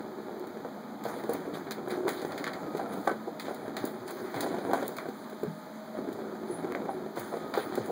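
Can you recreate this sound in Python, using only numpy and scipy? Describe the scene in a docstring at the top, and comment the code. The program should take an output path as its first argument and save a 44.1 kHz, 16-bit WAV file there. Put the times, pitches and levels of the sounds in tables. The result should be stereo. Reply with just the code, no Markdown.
"""Ball in a hollow track

A cat bats a light plastic ball round a hollow plastic track on a carpet, heard from close by.
Rolling and knocks excite damped modes of the track; claw ticks and scrapes are shaped noise.
Paw thumps are low sines of falling pitch, and a collar bell tinkles with two decaying partials.
A fan hums as narrow noise bands over room air, and a short diffuse tail follows each hit.
Stereo is formed from two microphone ports and a short delay."""
import sys
import numpy as np
from scipy import signal
from scipy.fft import rfft, irfft, next_fast_len
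from scipy.io import wavfile
from scipy.ndimage import uniform_filter1d

SR = 44100
rng = np.random.default_rng(int(sys.argv[2]) if len(sys.argv) > 2 else 0)


def waveform_to_disk(signal):
    """Save audio, clipped to [-1, 1], as 16-bit WAV at the path in sys.argv[1]."""
    frames = np.transpose(np.atleast_2d(signal))
    scaled = np.clip(frames, -1, 1) * 32767
    samples = np.round(scaled).astype(np.int16)
    wavfile.write(sys.argv[1], SR, samples)


N = 348831

# Modes of the hollow track: [f/Hz, level/dB, nominal t60/s (shortened in use)]
TRACK_MODES = [(112, -16.5, 0.62), (163.8, -5, 0.37), (199.4, -3.5, 0.31), (283.3, 10, 0.054),
               (364.5, 5.5, 0.084), (403, 0, 0.057), (478, -2.5, 0.11), (570, -4, 0.051),
               (675.2, -7.5, 0.081), (757.4, -11, 0.12), (821, -27, 0.048), (972, -19, 0.093),
               (1128, -18, 0.03), (1347, -16, 0.048), (1501, -9.5, 0.0071), (1870, -29, 0.0072),
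               (2240, -13.5, 0.016)]
# Motion of the ball: [t/s, bump size level/dB, extra level/dB of the track near 375 Hz]
BALL_MOTION = [(0.0, -70.5, 7), (1.1, -68.5, -6.5), (1.38, -62.5, 0), (1.65, -67.5, 5), (2.02, -67, 8.5),
               (2.97, -60, -10), (3.13, -71.5, 1), (3.37, -68.5, -8), (3.7, -64.5, -5.5), (3.9, -65.5, 5.5),
               (4.3, -76, 11.5), (4.4, -63.5, 4), (4.7, -59.5, -3.5), (5.11, -75, 4.5), (5.84, -74, -15),
               (6.03, -66.5, 5), (6.94, -64, -1.5), (7.15, -72, 11), (7.3, -72, 6), (7.4, -69, 2.5),
               (7.73, -61.5, -4.5), (7.91, -68.5, 16)]
# Blows that ring the track: [t/s, level/dB, struck-spot f/Hz, crack level/dB relative to the ring]
TRACK_BLOWS = [(0.57, -12.5, 378, -20), (0.649, -5.5, 540, -27), (1.054, -1, 566, -26.5),
               (1.164, -4.5, 460, -31), (1.239, -7.5, 390, -26), (1.293, 1.5, 470, -24.5),
               (1.351, -11.5, 474, -12.5), (1.537, -12.5, 400, -20), (1.572, -12, 507, -16),
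               (2.06, -2.5, 364, -31), (2.069, -6.5, 900, -28), (2.08, -3.5, 543, -14),
               (2.249, -7, 275, -16.5), (2.749, -3.5, 400, -23), (2.795, -5, 716, -24),
               (2.973, -8, 412, -30), (3.0735, -3.5, 805, -15), (3.076, 0.5, 690, -16.5),
               (3.095, -8.5, 1240, -19), (3.113, -3, 444, -22), (3.273, -1.5, 476, -32),
               (3.483, -8, 510, -17.5), (3.509, -5, 473, -26), (3.68, -9, 324, -16),
               (3.841, -1.5, 307, -21), (3.933, -9, 380, -37), (4.343, -11.5, 800, -17),
               (4.384, -12, 400, -18), (4.4315, -7.5, 610, -17), (4.4636, -9.5, 680, -13.5),
               (4.544, -8, 595, -20), (4.585, -9, 403, -16), (4.6976, -12, 587, -21),
               (4.712, -10, 805, -14.5), (4.7337, 2, 720, -16), (4.7425, -5, 800, -20),
               (4.826, -3, 545, -22.5), (5.056, -8, 506, -24), (5.087, -4.5, 285, -25),
               (5.329, -16, 356, -19), (5.432, 1, 314, -25.5), (5.443, -5, 236, -36),
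               (5.465, -3.5, 196, -42), (5.989, -8.5, 300, -19.5), (6.088, -6, 362, -23.5),
               (6.189, -5, 410, -24), (6.664, -13, 371, -27), (6.751, -7, 506, -20), (6.887, -4, 770, -29),
               (7.173, -6, 538, -17), (7.325, -6, 624, -35), (7.339, -2.5, 505, -23), (7.369, -7, 425, -21),
               (7.538, -7, 790, -24), (7.551, -9, 500, -13.5), (7.575, 3.5, 446, -22.5),
               (7.777, 4.5, 390, -29), (7.896, 3, 440, -36)]
# Claw contacts on plastic: [t/s, level/dB, brightness/(dB/octave), rattle level/dB relative to the click]
CLAW_CONTACTS = [(0.396, -28, 3, -30), (0.4707, -31.5, 5, -22), (1.038, -20, 5.5, -33),
                 (1.2373, -26, -1, -28), (1.295, -20.5, 5, -29), (1.334, -12.5, 11, -29),
                 (1.6685, -32, -13, -10), (1.709, -15, -1.5, -22), (1.718, -22.5, 1.5, -17),
                 (1.8837, -34, 7, -16), (1.9047, -26.5, -5.5, -16.5), (2.081, -20, -8, -18.5),
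                 (2.091, -17, -1, -22), (2.217, -31, -1, -15), (2.32, -25.5, -4, -18.5),
                 (2.378, -27.5, -2.5, -11), (2.4412, -16.5, -5, -22), (2.4664, -19, -10, -18.5),
                 (2.476, -21, -9.5, -13), (2.4837, -31, -12, -17), (2.494, -29, -14, -20),
                 (2.5332, -29.5, -6, -9.5), (2.771, -25, 0.5, -19), (2.9336, -33, 4, -19),
                 (3.397, -21, -2, -17.5), (3.5456, -24, 5, -24.5), (3.767, -18.5, -2, -17),
                 (3.852, -23.5, 9.5, -13), (4.078, -34, 0, -8.5), (4.1074, -17, 9, -27),
                 (4.343, -29.5, -2, -16), (4.362, -28.5, -6, -14.5), (4.4065, -19, 3.5, -12.5),
                 (4.463, -28, -2, -29), (4.7322, -29.5, 15, -11), (4.868, -32, 10, -24),
                 (4.8791, -10, 11, -32), (4.9666, -24.5, 1.5, -18), (4.985, -22, -15, -11),
                 (5.299, -31.5, 5, -22), (5.434, -23, 13, -36), (6.1276, -31.5, 4.5, -17.5),
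                 (6.7212, -21.5, -3, -40), (6.7216, -16.5, -16.5, -46), (6.749, -13, -17, -40),
                 (7.1596, -31, 5, -21), (7.195, -23, 10, -18), (7.5391, -25.5, -6, -12.5),
                 (7.754, -19, 3.5, -23), (7.86, -26, 4, -26)]
# Spectrum of a claw click: [f/Hz, relative level/dB]
CLAW_SPECTRUM = [(600, -24), (1200, -7), (2300, 2), (3200, -3.5), (4500, -1.5), (6500, -9), (10000, -8),
                 (13000, -16.5), (15500, -2)]
# Paws dragged over the toy: [start t/s, initial level/dB before the rise, fade/(dB/s)]
PAW_DRAGS = [(1.032, -37, 49), (1.29, -38, 90), (1.532, -33.5, 172), (1.893, -31.5, 148), (2.071, -28, 144),
             (2.16, -42.5, 16), (2.75, -44, 79), (2.91, -39.5, 61), (3.04, -37, 200), (3.39, -37.5, 65),
             (3.76, -37.5, 80), (3.85, -39.5, 87), (4.06, -42, 6), (4.34, -37.5, 62), (4.41, -32.5, 182),
             (4.73, -36, 67), (6.46, -47, 39), (7.15, -36.5, 34), (7.21, -53, 29), (7.54, -32, 77),
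             (7.72, -40, 34)]
# Spectrum of the drag hiss: [f/Hz, relative level/dB]
DRAG_SPECTRUM = [(500, 33.5), (1500, 26.5), (2500, 21.5), (4500, 15.5), (7000, 9), (10000, 12.5),
                 (12000, 2), (15000, 13.5)]
# Paws landing on the carpet and the track: [t/s, level/dB before the envelope, final f/Hz]
PAW_LANDINGS = [(1.048, -20.5, 113), (3.648, -25, 99), (3.803, -17, 102), (3.997, -21, 99),
                (4.207, -23, 99), (4.35, -14, 105), (6.128, -23, 101), (7.184, -17.5, 99),
                (7.792, -11.5, 100.5)]
# Touches of the bell's clapper: [t/s, level/dB, reference t60/s]
BELL_TOUCHES = [(6.478, -53, 0.26), (6.507, -44, 0.32), (6.54, -41, 0.13), (6.898, -53, 0.36)]
# Partials of the bell: [f/Hz, relative level/dB, share of the reference t60]
BELL_PARTIALS = [(9800, -3.5, 0.96), (13700, -9, 0.39)]
# Steady room noise: [f/Hz, spectral density level/(dB per Hz)]
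AIR_SPECTRUM = [(30, -53.5), (70, -100), (140, -65.5), (240, -59), (400, -75.5), (700, -79.5), (1100, -83),
                (2000, -89.5), (4500, -96.5), (8000, -105), (11500, -106), (15000, -101)]
# Noise bands of the fan: [centre f/Hz, full width at -6 dB/Hz, mean level/dB]
FAN_BANDS = [(218.1, 11.2, -39), (624, 24, -49.5), (852, 99, -54.5), (1248, 10, -60.5)]
# Second port against the first: [f/Hz, level/dB, likeness (0-1), phase/rad]
PORT_RESPONSE = [(29.8, -4, 0.6, 1), (123, -18.5, 0, 3.7), (251, -14.5, 0.24, 2.1), (494, -10, 0.76, 3.03),
                 (1000, -3.5, 0.4, 3.3), (1790, 3.5, 1, 2.8), (2500, 0.5, 0, 3.9), (3800, 2, 0.5, 6.3),
                 (4840, -1, 0.4, 6.7), (6360, -0.5, 0.1, 5.9), (11100, 0, 0.4, 6.1), (12000, 1, 0.2, 4.3),
                 (12800, -1, 0.1, 3.6), (15500, 2, .6, 3.4)]

SURGE_DB = 1.8  # spread of the wobble in the ball's pressure, 25 random values a second
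FAST_TILT = 0.04  # dB an octave per dB of bump size: a fast ball sounds brighter
CHATTER, CHATTER_TILT_DB = 0.65, 0.5  # taps all modes share: weight, brightness in dB an octave
ROLL_HISS_DB = 6.5  # hiss of the ball itself, above its bump size
FIRST_S = 0.006  # time constant of the strong first swings of a hard blow
SOFT_RISE_S, HARD_RISE_S = 0.0057, 0.0014  # a soft blow swells, a hard one snaps
PUSH_DB = -7  # single swing of the wall under a hard blow, before its damping
BOUNCE, BOUNCE_S = 0.33, 0.042  # upper limit as a share of the blow; spread of arrival times
RATTLE_S = 0.022  # time constant of the claw rattle
STROKE_RISE_S = 0.017
ROOM_DB = -15  # diffuse tail of the hits
LAG = 16  # port delay in samples
ROLL_OFF_HZ, EDGE_HZ = 15750, 16700  # start of the treble loss, final band limit


def gain_of(db):
    """Level law: an amplitude factor is ten to the power dB/20."""
    return 10 ** (np.asarray(db) / 20)


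def evened(x):
    """Normalisation to unit root-mean-square amplitude."""
    return x / np.sqrt(np.mean(x ** 2) + 1e-20)


def read(points, hz, axis=1):
    """Linear interpolation of one table column on a log-frequency axis."""
    points = np.asarray(points)
    return np.interp(np.log(hz + 1), np.log(points[:, 0] + 1), points[:, axis])


def curve(rows, axis):
    """Linear interpolation of one time-table column at every sample."""
    rows = np.array(rows)
    return np.interp(np.arange(N) / SR, rows[:, 0], rows[:, axis])


def wander(points, spread_db):
    """Slow random modulation: normal values in dB joined by straight lines."""
    return spread_db * np.interp(np.arange(N), np.linspace(0, N, points), rng.standard_normal(points))


def coloured(x, db_at):
    """Linear filtering: the spectrum is multiplied by a level curve over frequency."""
    size = next_fast_len(x.shape[-1])
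    gain = gain_of(db_at(np.fft.rfftfreq(size, 1 / SR)))
    return irfft(rfft(x, size) * gain, size)[..., :x.shape[-1]]


def add(mix, s, sound):
    """Superposition: a two-port sound is added to the mix from s seconds onward."""
    part = mix[:, round(s * SR):][:, :sound.shape[1]]
    part += sound[:, :part.shape[1]]


def grit(per_s, spread_db):
    """Random impulse process: sparse bumps of unequal size, with a separate sign at each port."""
    present = rng.random(N) < per_s / SR
    size = gain_of(spread_db * np.minimum(rng.exponential(1, N), 5)) * present
    return size * rng.choice([-1., 1.], (2, N))


def rolling():
    """Forced vibration: bumps under the ball, some shared by all modes, excite each damped mode."""
    t, out = np.arange(4000) / SR, np.zeros((2, N))
    taps = evened(grit(110, 2.5))
    size_db = curve(BALL_MOTION, axis=1) + wander(200, SURGE_DB)
    hum_db = curve(BALL_MOTION, axis=2)
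    for hz, db, t60 in TRACK_MODES:
        octaves = np.log2(hz / 375)
        ring = gain_of(db - 60 * t / (0.83 * t60)) * np.sin(2 * np.pi * hz * t)
        bumps = evened(grit(200, 2.4))
        bumps = bumps + CHATTER * gain_of(CHATTER_TILT_DB * octaves) * taps
        push_db = size_db + hum_db * np.exp(-(octaves / 0.13) ** 2)
        push_db = push_db + FAST_TILT * (size_db + 73.0) * octaves
        # As the ball travels, each mode swells and fades in its own time
        push_db = push_db + wander(90, 2.2)
        out += signal.oaconvolve(bumps * gain_of(push_db), ring[None], axes=1)[:, :N]
    return out


def knocks():
    """Impulsive excitation: a blow favours modes near its spot; hardness adds crack and bandwidth."""
    t, out = np.arange(9000) / SR, np.zeros((2, N))
    hz, db, t60 = np.transpose(TRACK_MODES)[:, :, None]
    for s, peak_db, spot_hz, crack_db in TRACK_BLOWS:
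        hard = np.clip((crack_db + 32) / 20, 0, 1)  # 0 soft, 1 hard
        distance = abs(np.log2(hz / spot_hz))  # octaves from the struck spot
        near_db = db / 2 - (15 - 8 * hard) * distance + 2.63 * rng.standard_normal(hz.shape)
        detune = rng.uniform(.96, 1.04, hz.shape)
        # Phase in turns: the second port is about a quarter turn ahead
        phase = rng.uniform(-.1, .1, (2,) + hz.shape) + [[[0]], [[.25]]]
        # Strong first swings, then the ring
        fading = gain_of(-60 * t / (0.51 * t60)) + 8.7 * hard * np.exp(-t / FIRST_S)
        swings = np.sin(2 * np.pi * (hz * detune * t + phase))
        body = (gain_of(near_db) * fading * swings).sum(axis=1)

        noise = rng.standard_normal((2, len(t)))
        crack = coloured(noise, lambda f: -7.0 * abs(np.log2((f + 1) / 1500)))
        crack *= np.exp(-t / .0015) + .12 * np.exp(-t / .015)

        blow = body / abs(body).max() + gain_of(crack_db) * crack / abs(crack).max()
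        blow *= gain_of(peak_db)
        blow *= np.minimum(t / (SOFT_RISE_S + (HARD_RISE_S - SOFT_RISE_S) * hard), 1)
        push = np.sin(2 * np.pi * spot_hz * t) * np.exp(-1.3 * spot_hz * t)
        blow += hard * gain_of(peak_db + PUSH_DB) * push
        add(out, s, blow)

        # Four small bounces of random sign and size; the later ones have a lower limit
        for later, size in rng.random((4, 2)):
            share = BOUNCE * (1 - 0.86 * later) * (2 * size - 1)
            add(out, s + 0.0086 + BOUNCE_S * later, share * blow)
    return out


def ticks():
    """Brief contact: a broadband snap sounds over a crackly rattle that begins with it and decays."""
    t, out = np.arange(7000) / SR, np.zeros((2, N))
    for s, peak_db, bright_db, rattle_db in CLAW_CONTACTS:
        def colour(f):
            """Spectral tilt: brightness slopes the claw spectrum about 4 kHz, up to 11 kHz."""
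            octaves = np.log2((np.minimum(f, 11000) + 300) / 4000)
            return read(CLAW_SPECTRUM, f) + bright_db * octaves

        # One contact and its scatter, 40 samples in so that filter ripple can precede it
        snap = .3 * rng.standard_normal((2, len(t))) * np.exp(-t / .001) + (t == 0)
        snap = coloured(np.roll(snap, 40, axis=1), colour)
        snap = snap * np.minimum(t / .001, 1) * np.exp(-t / .02)

        # Squared noise makes it crackly; its spectrum is duller than the snap's
        crackle = rng.standard_normal(len(t)) ** 2 * rng.standard_normal((2, len(t)))
        rattle = evened(coloured(crackle, lambda f: colour(f) - 2.2 * np.log2(1 + f / 4000)))
        rattle = rattle * (np.exp(-t / RATTLE_S) + 1.5 * np.exp(-t / .003))  # strongest at first
        add(out, s, gain_of(peak_db) * (snap / abs(snap).max() + gain_of(rattle_db) * rattle))
    return out


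def scraping():
    """Sliding friction: fur and claws over the toy give patchy hiss mixed with fine grit."""
    source = rng.standard_normal((2, N)) + 0.92 * evened(grit(1200, 0.36))
    hz, _, z = signal.stft(source, SR, nperseg=256)
    patches = uniform_filter1d(rng.standard_normal(z.shape[1:]), size=14, axis=0)
    patches = evened(uniform_filter1d(patches, size=14, axis=1))
    gain = gain_of(3 * patches + read(DRAG_SPECTRUM, hz)[:, None])
    drag = signal.istft(z * gain, SR, nperseg=256)[1][:, :N]
    return strokes() * evened(drag)


def strokes():
    """Addition of powers: drags that rise quickly and fade join the faint hiss of the ball."""
    t = np.arange(N) / SR
    power = gain_of(curve(BALL_MOTION, axis=1) + ROLL_HISS_DB) ** 2
    for s, peak_db, fade_db in PAW_DRAGS:
        since = np.maximum(t - s, 0)
        rise = np.minimum(since / STROKE_RISE_S, 1)
        power = power + (rise * gain_of(peak_db - fade_db * since)) ** 2
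    return np.sqrt(power)


def thumps():
    """Damped low-frequency motion: a soft push whose pitch sags towards its final value."""
    t, out = np.arange(9000) / SR, np.zeros((2, N))
    for s, peak_db, hz in PAW_LANDINGS:
        turns = hz * (t + 0.0097 * (1 - np.exp(-t / 0.011))) + rng.random((2, 1))
        envelope = t / 0.034 * np.exp(1 - t / 0.014)
        add(out, s, gain_of(peak_db) * envelope * np.sin(2 * np.pi * turns))
    return out


def bell():
    """Free vibration: the clapper touches the collar bell's shell and its partials decay."""
    t, out = np.arange(14000) / SR, np.zeros((2, N))
    rise = np.minimum(t / 0.0038, 1)
    for s, db, t60 in BELL_TOUCHES:
        for hz, mode_db, share in BELL_PARTIALS:
            turns = hz * t + rng.random((2, 1))
            decay = gain_of(db + mode_db - 60 * t / (share * t60))
            add(out, s, decay * np.sin(2 * np.pi * turns) * rise)
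    return out


def room(x):
    """Diffuse reverberation: random-sign reflections decay, the treble sooner on the carpet."""
    taps = np.zeros((2, SR // 2))
    at = np.arange(200, SR // 2 - 20, 20)
    at = at + rng.integers(0, 20, (2, len(at)))
    np.put_along_axis(taps, at, rng.choice([-1., 1.], at.shape), 1)
    hz, t, z = signal.stft(taps, SR, nperseg=256)
    t60 = read([(200, 0.18), (2000, 0.21), (12000, 0.0041)], hz)[:, None]  # f/Hz, t60/s
    tail = signal.istft(z * gain_of(-60 * t / t60), SR, nperseg=256)[1]
    return signal.fftconvolve(x, tail / np.linalg.norm(tail[0]), axes=1)[:, :N]


def room_air():
    """Stationary noise: a broadband floor carries the fan's narrow bands of wavering level."""
    air = coloured(rng.standard_normal((2, N)), lambda hz: read(AIR_SPECTRUM, hz))
    out = air * np.sqrt(SR / 2)  # density per Hz to amplitude
    for hz, width, db in FAN_BANDS:
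        noise = rng.standard_normal((2, N))
        tone = coloured(noise, lambda f: -20 * np.log10(1 + (2 * (f - hz) / width) ** 2))
        out += gain_of(db + wander(25, 2.5)) * evened(tone)
    return out


def scene():
    """Superposition of sources: row 0 is the first port, row 1 what only the second port hears."""
    hits = knocks() + ticks() + bell() + thumps()
    return rolling() + hits + scraping() + gain_of(ROOM_DB) * room(hits) + room_air()


def record(dry):
    """Stereo by delay: mid is port one minus its delayed self, side port two plus its delayed self."""
    size = next_fast_len(N + 4096)
    hz = np.fft.rfftfreq(size, 1 / SR)
    first, apart = rfft(dry, size)
    like = np.clip(read(PORT_RESPONSE, hz, axis=2), 0, 1)
    shared = like * np.exp(1j * read(PORT_RESPONSE, hz, axis=3)) * first
    second = gain_of(read(PORT_RESPONSE, hz)) * (shared + np.sqrt(1 - like ** 2) * apart)

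    delay = np.exp(-2j * np.pi * hz * LAG / SR)
    mid = first * (1 - delay) / 2
    side = second * (1 + delay) / 2

    # A step down at the roll-off, then a steady slope in dB per kHz
    top_db = -22.0 * (hz > ROLL_OFF_HZ) - 8.9 * np.maximum(hz - ROLL_OFF_HZ, 0) / 1000
    band = gain_of(top_db) / np.sqrt(1 + (85 / (hz + 1)) ** 4)  # the microphones pass little deep bass
    out = irfft(np.array([mid + side, mid - side]) * band, size)[:, :N]
    low_pass = signal.firwin(511, EDGE_HZ, window=("kaiser", 9), fs=SR)
    return signal.oaconvolve(out, low_pass[None], "same")


dry = scene()
out = record(dry)
waveform_to_disk(out)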